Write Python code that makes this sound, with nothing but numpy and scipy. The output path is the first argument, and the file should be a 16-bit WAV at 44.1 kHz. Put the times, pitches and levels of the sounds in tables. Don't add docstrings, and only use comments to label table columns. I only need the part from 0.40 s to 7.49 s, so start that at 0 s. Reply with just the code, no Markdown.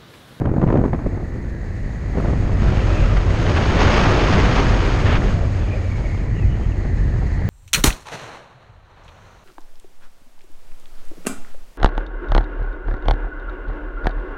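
import sys
import numpy as np
from scipy import signal
from scipy.fft import rfft, irfft, next_fast_len
from scipy.io import wavfile
from scipy.ndimage import uniform_filter1d, minimum_filter1d

SR = 44100
rng = np.random.default_rng(int(sys.argv[2]) if len(sys.argv) > 2 else 0)


def generate_wav(signal):
    frames = np.transpose(np.atleast_2d(signal))
    scaled = np.clip(frames, -1, 1) * 32767
    pcm = np.round(scaled).astype(np.int16)
    wavfile.write(sys.argv[1], SR, pcm)


N = 312669
TIME = np.arange(N) / SR


def undb(db):
    return 10 ** (np.asarray(db) / 20)


def curves(table):
    times, *columns = np.transpose(table)
    return [np.interp(TIME, times, column) for column in columns]


def swells(table):
    middle_s, length_s, *columns = np.transpose(table)
    position = np.clip((TIME - middle_s[:, None]) / length_s[:, None], -.5, .5)
    humps = np.cos(np.pi * position) ** 2
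    return [heights @ humps for heights in columns]


def noise():
    return rng.standard_normal(N)


def shape(x, response):
    size = next_fast_len(len(x) + len(x) // 16)
    hz = np.maximum(np.arange(size // 2 + 1) * SR / size, 1)
    return irfft(rfft(x, size) * response(hz), size)[:len(x)]


def colour(x, eq):
    points_hz, db = np.transpose(eq)

    def response(hz):
        rolloff = np.minimum(points_hz[-1] / hz, 1) ** 4
        return undb(np.interp(np.log(hz), np.log(points_hz), db)) * rolloff
    return shape(x, response)


def lowpass(x, corner_hz):
    return shape(x, lambda hz: 1 / (1 + (hz / corner_hz) ** 4))


def ring(x, centre_hz, width_hz):
    return shape(x, lambda hz: 1 / (1 + 1j * (hz ** 2 - centre_hz ** 2) / (hz * width_hz)))


def steady(x, low_hz, high_hz, span_s):
    band = shape(x, lambda hz: (hz > low_hz) & (hz < high_hz))
    size = int(span_s * SR)
    power = uniform_filter1d(uniform_filter1d(band ** 2, size), size)
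    return x / np.sqrt(power + 1e-12)


def wander(rate_hz):
    drift = lowpass(noise(), rate_hz)
    return drift / drift.std()


def add(track, time_s, sound):
    at = int(time_s * SR) - len(sound) // 2 + np.arange(len(sound))
    inside = (at >= 0) & (at < N)
    track[at[inside]] += sound[inside]


# (time [s], level [dB])
RUMBLE_FADER = [(.35, -25.5), (.7, -24.5), (1.3, -25.5), (1.65, -23), (2.0, -17), (2.7, -14), (3.2, -17.5),
                (4.1, -15.5), (4.85, -16), (5.1, -18.5), (5.85, -20), (7, -19.5)]
# (time [s], level [dB])
BUFFET_FADER = [(.02, -26.5), (.2, -29.5), (.36, -26), (.46, -29), (.5, -31), (.56, -29), (.8, -31.5),
                (1.4, -37), (1.7, -34.5), (1.79, -30), (2.8, -28), (3.55, -20), (4.3, -23.5), (4.55, -26.5),
                (4.87, -24), (4.95, -32), (5.7, -34), (7, -33.5)]
# (time [s], level [dB])
RUSH_FADER = [(.1, -71.5), (.35, -64.5), (.65, -64), (1.15, -61), (1.74, -54), (1.8, -50), (2.19, -47.5),
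              (2.23, -41.5), (2.52, -40), (2.86, -41.5), (3.07, -36), (3.37, -33), (3.4, -29),
              (3.62, -28.5), (3.71, -31.5), (3.85, -31), (4.02, -31.5), (4.21, -33.5), (4.25, -33.5),
              (4.42, -36), (4.5, -35), (4.63, -38.5), (4.76, -39.5), (4.8, -42), (4.85, -40), (4.94, -41),
              (4.975, -45.5), (5.11, -47.5), (5.19, -46), (5.45, -49), (5.78, -50.5), (5.92, -55.5),
              (6.3, -54), (7, -53.5)]
# (middle [s], length [s], rumble lift [dB], buffeting lift [dB])
EDDY_SURGES = [(.54, .073, 2, 1), (1.9, 0.35, 0, 3.5), (2.29, .45, 1, 3), (2.79, 0.14, 0, -3),
               (3.47, .14, 4.5, -1), (4.77, .13, 3.5, 0), (6.05, 0.2, 7, 1.5), (6.29, 0.12, 3.5, 1),
               (6.67, 0.54, 4.5, 1)]


def airflow():
    rumble_lift_db, buffet_lift_db = swells(EDDY_SURGES)
    rumble_db = curves(RUMBLE_FADER)[0] + rumble_lift_db + 0.96 * wander(rate_hz=11)
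    buffet_db = curves(BUFFET_FADER)[0] + buffet_lift_db + 0.75 * wander(rate_hz=11)
    rush_db = curves(RUSH_FADER)[0] + 2.5 * gust_gates().sum(axis=0)
    return rumble_db, buffet_db, rush_db


# (frequency [Hz], gain [dB])
RUMBLE_EQ = [(10, -3), (21, -11.5), (33, 4.5), (45, 10), (60, 2.5), (76, 2.5), (110, 0), (150, -6),
             (250, -18.5), (500, -63.5)]
# (middle [s], length [s], lift [dB])
MOUNT_BOOMS = [(2.7, 1.5, 20.5), (5.4, 2.3, 15)]


def rumble(level_db):
    push = noise()
    boom = ring(push, centre_hz=94.4, width_hz=28)
    boom = ring(boom, centre_hz=95, width_hz=24)
    boom_db = -10.5 + swells(MOUNT_BOOMS)[0]
    sound = colour(push, RUMBLE_EQ) + undb(boom_db) * boom
    return steady(sound, low_hz=20, high_hz=130, span_s=0.061) * undb(level_db)


# (frequency [Hz], gain [dB])
BUFFET_EQ = [(40, -5.5), (90, 1), (150, 0.5), (260, -2.5), (345, -3.5), (460, -8.5), (570, -10.5),
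             (750, -14), (1050, -20.5), (1800, -25.5), (3000, -46), (6000, -63.5)]


def buffeting(level_db, rush_db, eddies):
    flutter_db = np.clip(0.9 * (level_db - rush_db - 11.5), 0, 2.5)
    puffs = colour(noise() * undb(flutter_db * eddies), BUFFET_EQ)
    large = lowpass(puffs, corner_hz=400)
    small_db = 0.22 * (rush_db + 48)
    puffs = large + undb(small_db) * (puffs - large)
    return steady(puffs, low_hz=160, high_hz=600, span_s=0.065) * undb(level_db)


# (frequency [Hz], gain [dB])
SLIPSTREAM_EQ = [(300, 3), (800, -13.5), (1300, -9.5), (2300, -5.5), (3200, -22), (4300, -16.5),
                 (5400, -20.5), (7200, -20), (9000, -30.5), (10600, -46.5), (14000, -67.5)]


def slipstream(rush_db):
    hiss = colour(noise(), SLIPSTREAM_EQ)
    level_db = -42.5 + 0.53 * (rush_db + 50) + wander(rate_hz=21)
    return hiss / hiss.std() * undb(level_db)


def edge_tone(pitch_hz, width_hz):
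    phase = 2 * np.pi * np.cumsum(pitch_hz) / SR
    smooth = signal.butter(2, width_hz / 2, fs=SR, output="sos")
    cos_gain, sin_gain = (signal.sosfilt(smooth, noise()[:len(phase)]) for _ in range(2))
    tone = cos_gain * np.cos(phase) + sin_gain * np.sin(phase)
    return tone / tone.std()


# (time [s], pitch [Hz], level [dB])
GAP_DRONE = [(0, 1850, -62), (.6, 1858, -51.5), (1.2, 1842, -47), (2.4, 1880, -46), (5.3, 1877, -49.5),
             (5.9, 1920, -46), (6.33, 1925, -48.5), (6.4, 1938, -44.5), (6.6, 1890, -43.5),
             (6.72, 1840, -46), (6.95, 1860, -42)]


def airframe_gap():
    pitch_hz, level_db = curves(GAP_DRONE)
    drift = 1 + .015 * wander(rate_hz=6)
    main = edge_tone(pitch_hz * drift, width_hz=330)
    upper = edge_tone(pitch_hz=4260 * drift, width_hz=680)
    return (main + undb(-18.5) * upper) * undb(level_db)


# (time [s], level above 140 Hz [dB], tilt [dB/octave])
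SLAP_HITS = [(0.016, -19.5, -2.5), (0.04, -34, -7), (0.057, -22, -1), (0.073, -22, -5),
             (0.093, -23.5, -3.5), (0.116, -25, -2.5), (0.14, -23, -3.5), (0.166, -20, -4),
             (0.182, -16, -3.5), (0.198, -28, -1.5), (0.217, -23, -1.5), (0.229, -19.0, -5),
             (0.238, -13.5, -4.5), (0.266, -18.5, -5), (0.277, -24, 0), (0.288, -20, -3.5),
             (0.304, -19.5, -1.5), (0.313, -26, -1), (0.327, -19, -2), (0.342, -18, -3), (0.357, -15, -3.5),
             (0.373, -17.5, -2), (0.386, -13, -6.5), (0.394, -18.5, -3.5), (0.415, -18.5, -3.5),
             (0.44, -17.5, -2.5), (0.453, -21, -2.5), (0.46, -19.5, -2.5), (0.481, -26, -1),
             (0.51, -41, -1), (0.534, -18.5, -2), (0.547, -25, -1.5), (0.592, -33, -1.5), (0.622, -32, -3),
             (0.664, -18.5, -5.5), (0.775, -31, -1), (0.828, -34.5, -1.5), (1.078, -36, -2),
             (1.751, -29.5, 0.5), (1.774, -24.5, -1), (1.784, -21.5, -0.5), (1.801, -22.5, 0),
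             (1.849, -22, -4), (1.857, -31, 3), (1.876, -39, 1), (1.934, -21.5, -4.5), (2.095, -25.5, 0)]
# (frequency [Hz], gain [dB])
SLAP_EQ = [(40, -8), (90, -3.5), (150, -2.5), (300, -5.5), (550, -10.5), (1000, -18.5), (1800, -27.5),
           (3000, -42), (6000, -60.5)]


def slaps():
    track, size = np.zeros(N), 4096
    rise_s, fall_s, level_span_s = 0.0034, 0.007, 0.02
    age_s = (np.arange(size) - size // 2) / SR
    envelope = np.exp(-(age_s / np.where(age_s < 0, rise_s, fall_s)) ** 2)
    for time_s, level_db, tilt_db in SLAP_HITS:
        swirl = rng.standard_normal(size)
        spike = np.sign(swirl[0]) * (age_s == 0)
        slap = colour(spike + 0.15 * swirl * envelope, SLAP_EQ)
        slap = shape(slap, lambda hz: undb(tilt_db * np.log2(np.clip(hz, 150, 3000))))
        above_rumble = shape(slap, lambda hz: hz > 140)
        strength = np.sqrt(np.sum(above_rumble ** 2) / (level_span_s * SR))
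        add(track, time_s, slap * np.hanning(size) / strength * undb(level_db))
    return track


# (frequency [Hz], gain [dB])
RUSH_EQ = [(150, -6), (400, 2), (870, -1), (1180, 0.7), (1800, -4), (2950, -7.6), (3900, -14.5),
           (5000, -16), (6100, -21.5), (7000, -32.5), (8000, -57.5), (9700, -46.5), (10800, -68.5)]


def rush(level_db, eddies):
    hiss = colour(noise(), RUSH_EQ)
    sound = np.zeros(N)
    for centre_hz in 2. ** np.arange(7, 15):
        octave = shape(hiss, lambda hz: np.maximum(1 - np.abs(np.log2(hz / centre_hz)), 0))
        sound += octave * undb(0.46 * wander(rate_hz=36))
    sound = steady(sound * undb(1.4 * eddies), low_hz=2700, high_hz=6000, span_s=0.21)
    soft_gate = 1 / (1 + undb(0.65 * (-57 - level_db)))
    return sound * undb(level_db) * soft_gate


# (time [s], peak [dB])
SPECK_HITS = [(1.809, -32), (1.850, -33)]


def ticks():
    track = np.zeros(N)
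    for time_s, peak_db in SPECK_HITS:
        add(track, time_s, undb(peak_db) * np.hanning(5))
    return track


# (middle [s], length [s], start pitch [Hz], end pitch [Hz], bandwidth [Hz], level [dB])
WHISTLE_CUES = [ (2.277, .08, 1380, 1480, 280, -37), (2.49, .2, 1260, 1327, 150, -39),
                (2.682, 0.13, 1330, 1220, 140, -37), (2.79, 0.11, 1250, 1270, 180, -38),
                (2.39, .14, 2600, 2800, 450, -45), (2.599, 0.28, 2480, 2660, 450, -42),
                (2.617, 0.82, 535, 592, 131, -35.5), (5.023, 0.27, 660, 541, 170, -37),
                (5.193, 0.12, 1520, 1756, 220, -45), (5.212, 0.13, 3600, 3300, 300, -56),
                (5.334, 0.43, 560, 520, 160, -39.5), (5.64, 0.24, 540, 627, 149, -41.5),
                (5.31, 0.25, 2540, 2300, 200, -45.5), (5.511, 0.33, 2310, 2200, 140, -49),
                (5.729, .24, 2180, 2136, 170, -43), (5.849, 0.27, 2330, 2260, 221, -50),
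                (5.98, 0.079, 2930, 2640, 260, -49), (6.028, 0.082, 2800, 2370, 110, -48),
                (6.001, 0.075, 2000, 1750, 110, -49), (6.159, .4, 2600, 2750, 800, -56),
                (6.095, .035, 2900, 3080, 130, -53), (6.136, .085, 2920, 2960, 99, -53),
                (6.168, .035, 3200, 3150, 260, -58), (6.228, .095, 2900, 3250, 130, -53),
                (6.325, 0.022, 3000, 2350, 350, -47), (6.826, 0.031, 760, 736, 520, -30),
                (6.946, 0.34, 1080, 693, 260, -48), ]


def edge_whistles():
    track = np.zeros(N)
    waver = 1 + .009 * wander(rate_hz=32)
    flutter = undb(3 * wander(rate_hz=28))
    for middle_s, length_s, start_hz, end_hz, width_hz, level_db in WHISTLE_CUES:
        on = np.abs(TIME - middle_s) < length_s / 2
        progress = (TIME[on] - middle_s) / length_s + .5
        pitch_hz = (start_hz + (end_hz - start_hz) * progress) * waver[on]
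        envelope = np.sin(np.pi * progress) * flutter[on]
        track[on] += edge_tone(pitch_hz, width_hz) * envelope * undb(level_db)
    return track


# (middle [s], length [s], level [dB])
GUST_CUES = [(2.772, 0.017, -31), (3.102, 0.0093, -41), (3.173, .02, -21), (3.413, 0.026, -30),
             (3.938, 0.019, -26), (3.988, .012, -33), (4.181, 0.055, -35), (4.603, 0.026, -41),
             (4.716, 0.12, -26)]
# (frequency [Hz], gain [dB])
GUST_EQ = [(300, -10), (800, -2), (1500, -1), (2500, -7), (3300, -10), (4500, -26)]


def gusts():
    roar = colour(noise(), GUST_EQ)
    gains = undb([level_db for _, _, level_db in GUST_CUES])
    return roar / roar.std() * (gains @ gust_gates())


def gust_gates(attack_s=0.0019, release_s=0.0017):
    gates = []
    for middle_s, length_s, _ in GUST_CUES:
        age_s = TIME - middle_s + length_s / 2
        opening = (1 + np.tanh(age_s / attack_s / 2)) / 2
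        closing = (1 - np.tanh((age_s - length_s) / release_s / 2)) / 2
        gates.append(opening * closing)
    return np.array(gates)


def scene():
    rumble_db, buffet_db, rush_db = airflow()
    eddies = wander(rate_hz=210)
    on_housing = slaps() + rumble(rumble_db) + buffeting(buffet_db, rush_db, eddies) + gusts() + ticks()
    passing = rush(rush_db, eddies) + slipstream(rush_db) + airframe_gap() + edge_whistles()
    return (on_housing + passing)[None]


def limit(x, ceiling):
    gain = np.minimum(1, ceiling / (np.abs(x) + 1e-9))
    held = minimum_filter1d(gain, size=301)
    return x * uniform_filter1d(uniform_filter1d(held, size=151), size=151)


def record(dry):
    port = ring(dry[0], centre_hz=6560, width_hz=690)
    port = ring(port, centre_hz=6530, width_hz=630)
    sound = limit(dry[0] + undb(1) * port + undb(-69) * noise(), ceiling=0.64)
    high_cut = signal.ellip(8, .2, 70, 13300, fs=SR, output="sos")
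    return signal.sosfilt(high_cut, sound)[None]


dry = scene()
out = record(dry)
generate_wav(out)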